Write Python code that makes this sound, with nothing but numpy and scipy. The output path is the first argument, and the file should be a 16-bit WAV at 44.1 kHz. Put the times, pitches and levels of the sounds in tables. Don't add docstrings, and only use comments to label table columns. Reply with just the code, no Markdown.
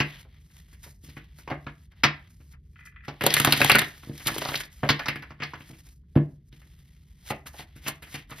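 import sys
import numpy as np
from scipy import signal
from scipy.fft import rfft, irfft, next_fast_len
from scipy.io import wavfile
from scipy.ndimage import uniform_filter1d

SR = 44100
rng = np.random.default_rng(int(sys.argv[2]) if len(sys.argv) > 2 else 0)


def master_out(mix):
    frames = np.transpose(np.atleast_2d(mix))
    ceiling = np.clip(frames, -1, 1)
    pcm = np.round(ceiling * 32767).astype(np.int16)
    wavfile.write(sys.argv[1], SR, pcm)


def volts_from_decibels(level):
    exponent = np.asarray(level, float) / 20
    return 10 ** exponent


N = 370440


def rms_one(x):
    return x / np.sqrt(np.mean(x ** 2) + 1e-20)


def peak_one(x):
    return x / (np.max(np.abs(x)) + 1e-20)


def butter(x, order, hz, kind):
    return signal.sosfilt(signal.butter(order, hz, kind, fs=SR, output="sos"), x)


def at_hz(points, hz):
    points = np.array(points)
    log_hz = np.log(np.maximum(points[:, 0], 1))
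    return np.interp(np.log(np.maximum(hz, 1)), log_hz, points[:, 1])


def coloured(x, spectrum):
    hz = np.fft.rfftfreq(x.shape[-1], 1 / SR)
    return irfft(rfft(x) * volts_from_decibels(at_hz(spectrum, hz)), x.shape[-1])


def drift(rate):
    r = np.exp(-2 * np.pi * rate / SR)
    wander = signal.lfilter([1], [1, -2 * r, r * r], rng.standard_normal(N + SR))
    return rms_one(wander[SR:])


def ring(clicks, modes):
    out = 0
    for hz, level_db, t60 in modes:
        r = volts_from_decibels(-60 / (t60 * SR))
        w = 2 * np.pi * hz / SR
        strike = [0, volts_from_decibels(level_db) * np.sin(w)]
        out = out + signal.lfilter(strike, [1, -2 * r * np.cos(w), r * r], clicks + 1e-18)
    return out


def add(track, s, sound):
    at = max(round(s * SR), 0)
    track[at:at + len(sound)] += sound[:len(track) - at]


def snaps(events, t60, rise_s, ragged_db, crack_db, hiss_db, quick, broad_db=-2.5):
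    out = np.zeros(N)
    t = np.arange(SR // 5) / SR
    rise = 1 - np.exp(-(t / rise_s) ** 2)
    fall = volts_from_decibels(-60 * t / t60)
    noises = rng.standard_normal((len(events), 2, len(t)))
    for (s, peak_db, hz, thump_db, mid_db, top_db), (air, grit) in zip(events, noises):
        uneven = rms_one(uniform_filter1d(grit, size=60))
        puff = air * rise * fall * volts_from_decibels(ragged_db * uneven)
        body = butter(puff, 3, min(3.2 * hz, 3100), "low")
        pitched = butter(body, 1, [hz / 1.3, hz * 1.34], "band")
        broad = butter(body, 1, 400, "high")
        slap = peak_one(peak_one(pitched) + volts_from_decibels(broad_db) * peak_one(broad))
        flick = air * rise * fall ** (1 + quick) + .2 * puff
        crack = volts_from_decibels(mid_db + crack_db) * peak_one(butter(flick, 2, [2800, 5200], "band"))
        softened = signal.lfilter([.6], [1, -.4], flick)
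        hiss = volts_from_decibels(top_db + hiss_db) * peak_one(butter(softened, 2, [4800, 15500], "band"))
        add(out, s, volts_from_decibels(peak_db) * (slap + crack + hiss))
    return out


def with_edges(events, edges):
    return [(*row, crack_db - row[1], hiss_db - row[1]) for row, (crack_db, hiss_db) in zip(events, edges)]


# frequency in Hz, density in dB per Hz.
RUMBLE = [(20, -35.5), (31, -21.5), (42, -3), (70, 2.5), (110, -12), (145, -4.5), (200, -18), (300, -28),
          (420, -33), (600, -52), (900, -71)]


def room_rumble():
    level_db = -52
    return volts_from_decibels(level_db) * rms_one(coloured(rng.standard_normal(N), RUMBLE))


# start in seconds, slap peak in dB, slap pitch in Hz,
# table thump in dB against the slap.
CUTS = [(0.001, -8.5, 2000, -11), (0.248, -49.5, 595, -8.5), (1.166, -34, 1620, -3.5),
        (1.385, -43.5, 1620, -7.5), (1.475, -26.5, 890, -15), (1.5, -22.5, 505, -16), (1.512, -21, 654, -6),
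        (1.665, -29, 1320, -4.5), (2.034, -4, 2090, -20.5), (2.038, -8.5, 1270, -20),
        (2.047, -15.5, 1900, -6), (3.08, -25.5, 805, -7), (4.031, -38, 1310, -7), (4.093, -46, 600, 19),
        (4.831, -17.5, 594, -2), (4.889, -7.5, 1430, -21.5), (4.9, -16.5, 1670, -1.5),
        (4.992, -22, 1380, -18), (5.057, -23.5, 1310, -21), (5.082, -11.5, 2060, -16.5),
        (5.156, -21, 1940, -13), (5.222, -31, 1590, -12), (5.304, -33, 1260, -8), (5.4, -30.5, 2200, -6),
        (5.42, -20.5, 2000, -13.5), (5.432, -28, 1360, -11), (5.534, -24.5, 1370, -18),
        (5.603, -36, 1980, -7.5), (6.154, -30, 590, -4), (6.159, -23, 602, 16), (6.171, -25.5, 544, 5.5),
        (6.525, -51, 2010, 3.5), (6.616, -48, 1840, -22), (7.303, -18, 638, -9.5), (7.313, -31.5, 700, -2),
        (7.88, -25.5, 930, -10.5)]
# crack peak in dB, edge hiss peak in dB.
CUT_EDGES = [(-16, -26), (-62, -62), (-44, -48), (-49, -44), (-41, -50), (-36, -44), (-41, -49), (-51, -54),
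             (-9, -20), (-9, -21), (-17, -29), (-32, -44), (-51, -52), (-50, -51), (-37, -42), (-10, -16),
             (-13, -23), (-26, -32), (-26, -38), (-16, -22), (-32, -34), (-39, -42), (-46, -54), (-49, -60),
             (-31, -45), (-27, -37), (-39, -46), (-51, -49), (-46, -47), (-43, -46), (-46, -45), (-49, -58),
             (-57, -53), (-31, -27), (-37, -37), (-25, -16)]


def cuts():
    return snaps(with_edges(CUTS, CUT_EDGES), t60=.1, rise_s=.0011, ragged_db=2.5,
                 crack_db=1.5, hiss_db=-4, quick=.57)


# frequency in Hz, level in dB, 60 dB decay in seconds.
TABLE = [(146.8, -0.5, 0.14), (209.9, -7, 0.12), (275, -2, 0.057), (331.2, -4, 0.063), (467.3, -9, 0.091),
         (595, -10.5, 0.074), (855, -11.5, 0.065)]


def thumps(events, push_s, level_db):
    pushes = np.zeros(N)
    push = np.hanning(round(push_s * SR))
    for s, peak_db, hz, thump_db, *edges in events:
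        add(pushes, s + .003, volts_from_decibels(peak_db + thump_db + level_db) * push / push.sum())
    return butter(ring(pushes, TABLE), 2, 90, "high")


# frequency in Hz, 60 dB decay in seconds.
ROOM_T60 = [(150, 0.3), (500, 0.29), (2000, 0.28), (5000, 0.19), (12000, 0.071)]
# frequency in Hz, level in dB.
ROOM_COLOUR = [(150, -4), (500, -4), (1400, -10), (1800, -2), (2100, -2.5), (2500, -5), (3800, -4),
               (4400, -4.5), (4900, -4.5), (7000, -13), (12000, -19)]


def room(x, level_db, gap_s):
    t = np.arange(SR // 2) / SR
    tails = 0
    edges = 90 * 2 ** np.arange(0, 7.6, .5)
    for low, high in zip(edges, edges[1:]):
        band = butter(rng.standard_normal((2, len(t))), 2, [low, high], "band")
        tails = tails + band * volts_from_decibels(-60 * t / at_hz(ROOM_T60, np.sqrt(low * high)))
    onset = np.clip(t / gap_s - 1, 0, 1)
    tails = coloured(tails, ROOM_COLOUR) * onset * volts_from_decibels(level_db)
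    return signal.fftconvolve(x[None], tails, axes=1)[:, :N]


# time in seconds, rub in dB, hiss in dB.
SLIDE = [
    [(0.16, -45.5, -89), (0.212, -51.5, -59), (0.278, -70, -101), (0.372, -59, -102), (0.4, -66.5, -76),
     (0.49, -73.5, -75), (0.568, -58, -62), (0.654, -66.5, -76), (0.738, -60.5, -68), (0.784, -72, -75),
     (0.842, -55, -51.5), (1.004, -91, -80.5), (1.04, -62, -61), (1.104, -54.5, -64), (1.158, -66, -77),
     (1.166, -55, -61), (1.204, -56.5, -88), (1.324, -66, -87), (1.396, -62, -55), (1.45, -61, -79)],
    [(1.75, -71.5, -77.5), (1.846, -69, -73), (1.902, -84, -102), (1.92, -55, -81), (1.942, -80.5, -102),
     (1.97, -61.5, -102)],
    [(2.28, -62, -90.5), (2.298, -72, -71.5), (2.498, -76, -74), (2.526, -59, -60), (2.566, -86, -99),
     (2.74, -81.5, -79.5), (2.758, -65, -77), (2.78, -60.5, -102), (2.788, -64, -73), (2.848, -72, -84),
     (2.854, -72.5, -54), (2.958, -82.5, -99), (3.028, -79.5, -101), (3.05, -56, -67)],
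    [(3.87, -50.5, -52), (3.948, -50.5, -65), (3.97, -54, -60), (4.02, -57, -66), (4.038, -51, -62),
     (4.084, -56, -63.5), (4.232, -46, -53), (4.24, -69, -48)],
    [(4.66, -64, -55), (4.694, -67.5, -80), (4.738, -53.5, -56), (4.748, -65, -64.5), (4.81, -58.5, -66)],
    [(5.6, -64, -65), (5.622, -49, -68), (5.638, -58, -72), (5.692, -55, -60), (5.756, -63, -68),
     (5.802, -58, -60), (5.828, -70, -72), (5.87, -58, -61), (5.97, -89.5, -74.5), (6.04, -85, -102),
     (6.14, -79.5, -80.5)],
    [(6.35, -81.5, -77.5), (6.4, -82.5, -102), (6.49, -80, -70.5), (6.51, -81, -102), (6.53, -55, -86),
     (6.55, -63.5, -73), (7.18, -71, -78), (7.27, -52.5, -58), (7.31, -36, -42.5), (7.33, -73, -61),
     (7.45, -84, -83), (7.47, -45, -46.5), (7.52, -77, -64), (7.6, -37, -55), (7.66, -62.5, -77),
     (7.75, -62.5, -102), (7.76, -54, -66), (7.81, -62, -74.5), (7.87, -38, -47), (7.88, -37, -30.5),
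     (7.93, -76, -57.5), (8.01, -78, -80), (8.03, -67, -63), (8.09, -63, -58), (8.15, -37.5, -47),
     (8.27, -68, -101), (8.31, -60, -50), (8.31, -39, -60), (8.34, -57, -63), (8.4, -46, -52)],
]
# time in seconds, rub in dB, hiss in dB.
SLIDE_UNDER = [
    [(3.2, -56.5, -120), (3.258, -23.5, -95), (3.382, -29.5, -34), (3.442, -28, -47), (3.632, -26, -42.5),
     (3.696, -26, -42), (3.818, -32, -62), (3.85, -35, -60)],
    [(4.26, -27.5, -47), (4.336, -44, -46), (4.43, -34, -48.5), (4.488, -36, -47), (4.604, -39.5, -45),
     (4.64, -49, -58)],
    [(4.9, -40, -78), (5.0, -52, -97), (5.048, -46, -82), (5.234, -59, -91), (5.406, -69, -110.5),
     (5.468, -52, -101), (5.58, -53.5, -86)],
]
# frequency in Hz, density in dB per Hz.
RUB = [(300, -18), (600, -11), (1300, -9), (1700, -5), (2000, 1), (2500, -6), (3300, -2), (4000, -7),
       (7000, -20)]
# frequency in Hz, density in dB per Hz.
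HISS = [(3000, -12), (5000, 1), (7500, 1.5), (10000, -1), (12000, -2), (16000, -3)]


def sliding(grain_db, lumpy_db):
    s, rub_db, hiss_db = np.transpose(sorted(sum(SLIDE + SLIDE_UNDER, [])))
    t = np.arange(N) / SR
    grains = rng.standard_normal(N) * volts_from_decibels(grain_db * drift(130) + lumpy_db * drift(29))
    rub = volts_from_decibels(np.interp(t, s, rub_db) - 4.5) * rms_one(coloured(grains, RUB))
    hiss = volts_from_decibels(np.interp(t, s, hiss_db) + 2.5) * rms_one(coloured(grains, HISS))
    return rub + hiss


# start in seconds, slap peak in dB, pitch in Hz, then table thump, crack
# and edge hiss, all in dB against the slap.
BRUSHES = [(0.549, -57, 1730, -26, -17, -8), (0.725, -50, 1880, -5, -15, -5),
           (0.835, -42, 1960, -26, -16, -4), (0.859, -45.5, 708, -6.5, -14, -12),
           (1.035, -54.5, 1270, 9, 3, 3.5), (1.083, -45.5, 1950, 2, 5, -18),
           (1.918, -54, 1360, -20, 3, -21), (2.299, -59, 2110, -10, -7.5, 0),
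           (2.399, -51, 1345, -0.5, -15.5, -24), (2.521, -59, 2710, -22, -4.5, -15),
           (2.855, -69, 1830, -12, -5, -22), (4.069, -49.5, 573, 12.5, -18.5, -24),
           (4.199, -38, 1960, -7, -12, -19), (5.696, -47, 654, 6.5, -15, -16),
           (5.727, -48, 2410, 5, -8, -22), (5.865, -55.5, 1990, -3, -7, -19),
           (7.456, -35.5, 1240, -12.5, -23, -15), (7.535, -39.5, 707, -15, -27, -14),
           (7.591, -33.5, 713, -8, 1, -17), (7.758, -42, 1960, -2, -16.5, -7),
           (7.847, -41, 2490, -11, -6, -17), (7.861, -23.5, 2600, -14.5, 3.5, -26),
           (8.02, -35, 2680, -14, 6, -8), (8.066, -43, 1590, -10, 5, -12), (8.118, -40, 2600, -17, -9, -19),
           (8.141, -23.5, 2650, -10.5, 2.5, -27), (8.293, -39, 1190, -11, 1, -9),
           (8.312, -31.5, 1340, -7.5, -12, -24), (8.383, -38.5, 2710, -26, -15, -11)]


def brushes():
    return snaps(BRUSHES, t60=.11, rise_s=.005, ragged_db=4, crack_db=-8, hiss_db=5, quick=.23)


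# start in seconds, peak in dB.
CREAK = [(2.7303, -72), (2.7578, -49), (2.7898, -47.5), (2.8072, -50), (2.8261, -53.5), (2.8406, -56.5),
         (2.8556, -46.5), (2.87, -46), (2.9213, -57), (2.9429, -61), (2.9613, -44), (2.9836, -59),
         (3.0053, -51), (3.0221, -57), (3.0366, -50.5), (3.0484, -45)]
# frequency in Hz, level in dB, 60 dB decay in seconds.
CREAK_MODES = [(1450, -4, .016), (1750, -3, .014), (2000, 0, .022), (2400, -2, .012), (3100, -9, .01)]


def creak():
    slips = np.zeros(N)
    fade_db = np.arange(900) / 45
    for (s, peak_db), scratch in zip(CREAK, rng.standard_normal((len(CREAK), 900))):
        add(slips, s, volts_from_decibels(peak_db - 19 - fade_db) * scratch)
    return butter(ring(slips, CREAK_MODES), 3, [1200, 3200], "band")


# start in seconds, slap peak in dB, slap pitch in Hz,
# table thump in dB against the slap.
RIFFLE = [(3.209, -18, 2160, -14.5), (3.219, -23, 501, -11), (3.237, -17.5, 571, -8),
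          (3.264, -9.5, 473.5, -23), (3.304, -21.5, 1640, -15.5), (3.339, -12.5, 2150, -21.5),
          (3.366, -8, 1920, -23.5), (3.399, -11.5, 1430, -10), (3.447, -6, 1580, -21),
          (3.458, -17.5, 1670, -15.5), (3.472, -12, 664, -5.5), (3.523, -11.5, 1480, -19.5),
          (3.534, -12.5, 2190, -14), (3.574, -26, 2120, -3), (3.604, -14, 501, -16),
          (3.615, -2.5, 2120, -19.5), (3.645, -12, 837, -9.5), (3.696, 0.5, 2490, -35),
          (3.716, -7.5, 2710, -15.5), (3.748, -6, 1690, -14.5), (3.753, -9.5, 1630, -10.5),
          (3.785, -12, 1710, -18.5), (3.791, -16.5, 1930, -14.5), (3.816, -16.5, 1630, -12.5)]
# crack peak in dB, edge hiss peak in dB.
RIFFLE_EDGES = [(-24, -30), (-29, -27), (-21, -18), (-8, -2), (-16, -24), (-7, -2), (-13, -15), (-13, -9),
                (-11, -6), (-19, -15), (-15, -19), (-5, -4), (-19, -14), (-23, -18), (-22, -22), (-8, -11),
                (-12, -8), (-5, -6), (-4, -7), (-16, -22), (-10, -8), (-15, -13), (-9, -6), (-19, -19)]


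def riffle():
    return snaps(with_edges(RIFFLE, RIFFLE_EDGES), t60=.055, rise_s=.0005, ragged_db=2,
                 crack_db=1.5, hiss_db=1, quick=1.5)


# start in seconds, slap peak in dB, pitch in Hz, then table thump,
# crack and edge hiss, all in dB against the slap.
PUSHES = [(4.26, -30, 2200, 0, -8, -17), (4.269, -15.5, 2000, -23, -0.5, -3.5),
          (4.277, -14, 840, -32.5, -30, -11), (4.297, -26, 1260, -12, -18, -15),
          (4.315, -26, 1970, -9, -13, -13), (4.34, -36, 864, -7, 4.5, -6), (4.361, -21, 476, -18, -16, -33),
          (4.38, -20.5, 1270, -14, -3, -5), (4.415, -18.5, 713, -30.5, -10, -34),
          (4.432, -30, 2190, -18, -3, -22), (4.45, -15.5, 985, -22, -12.5, -41),
          (4.485, -20, 1000, -13.5, -5, -19), (4.515, -24, 600, -18.5, -23, -26.5),
          (4.54, -12.5, 2660, -45, -11.5, -24), (4.554, -25, 2700, -10.5, 7, -7.5),
          (4.6, -24, 1900, -33.5, -14, -11), (4.634, -37, 1820, -10, -1, -48)]


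def pushes_together():
    return snaps(PUSHES, t60=.07, rise_s=.0012, ragged_db=7.5, crack_db=3.5, hiss_db=8.5, quick=.75)


# frequency in Hz, side against mid in dB.
WIDTH = [(150, -30), (350, -22), (700, -14), (1400, -8), (3000, -8), (4500, -14), (6500, -34), (9500, -34),
         (12000, -22)]


def side_signal(direct, wet_side, rumble):
    scatter = rng.standard_normal(900) * volts_from_decibels(-np.arange(900) / 30)
    near_side = signal.fftconvolve(direct, scatter / np.linalg.norm(scatter))[:N]
    return coloured(near_side + volts_from_decibels(5) * wet_side + rumble[::-1], WIDTH)


def scene():
    rumble = room_rumble()
    knocks = cuts() + brushes() + creak() + riffle() + pushes_together()
    knocks += thumps(CUTS + RIFFLE + PUSHES + BRUSHES, push_s=.0022, level_db=1)
    rubbing = sliding(grain_db=2.5, lumpy_db=1.5)
    wet_mid, wet_side = room(knocks, level_db=-32, gap_s=.0034)
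    side = side_signal(knocks + rubbing, wet_side, rumble)
    return knocks + rubbing + wet_mid + rumble + side * [[1], [-1]]


def low_pass(x):
    return signal.sosfilt(signal.butter(12, 16510, fs=SR, output="sos"), x)


def record(dry):
    ports_hz, cutoff_hz = 3850, 15900
    size = next_fast_len(N + 2048)
    turn = -np.pi / 2 * np.maximum(np.fft.rfftfreq(size, 1 / SR) / ports_hz - 1, 0)
    ports = irfft(rfft(dry, size) * np.exp(1j * np.outer([1, -1], turn)), size)[:, :N]
    rounded = 1.3 * np.tanh(ports / 1.3)
    top_cut = signal.cheby2(10, 50, cutoff_hz * 1.04, fs=SR, output="sos")
    return low_pass(signal.sosfilt(top_cut, rounded))


dry = scene()
out = record(dry)
master_out(out)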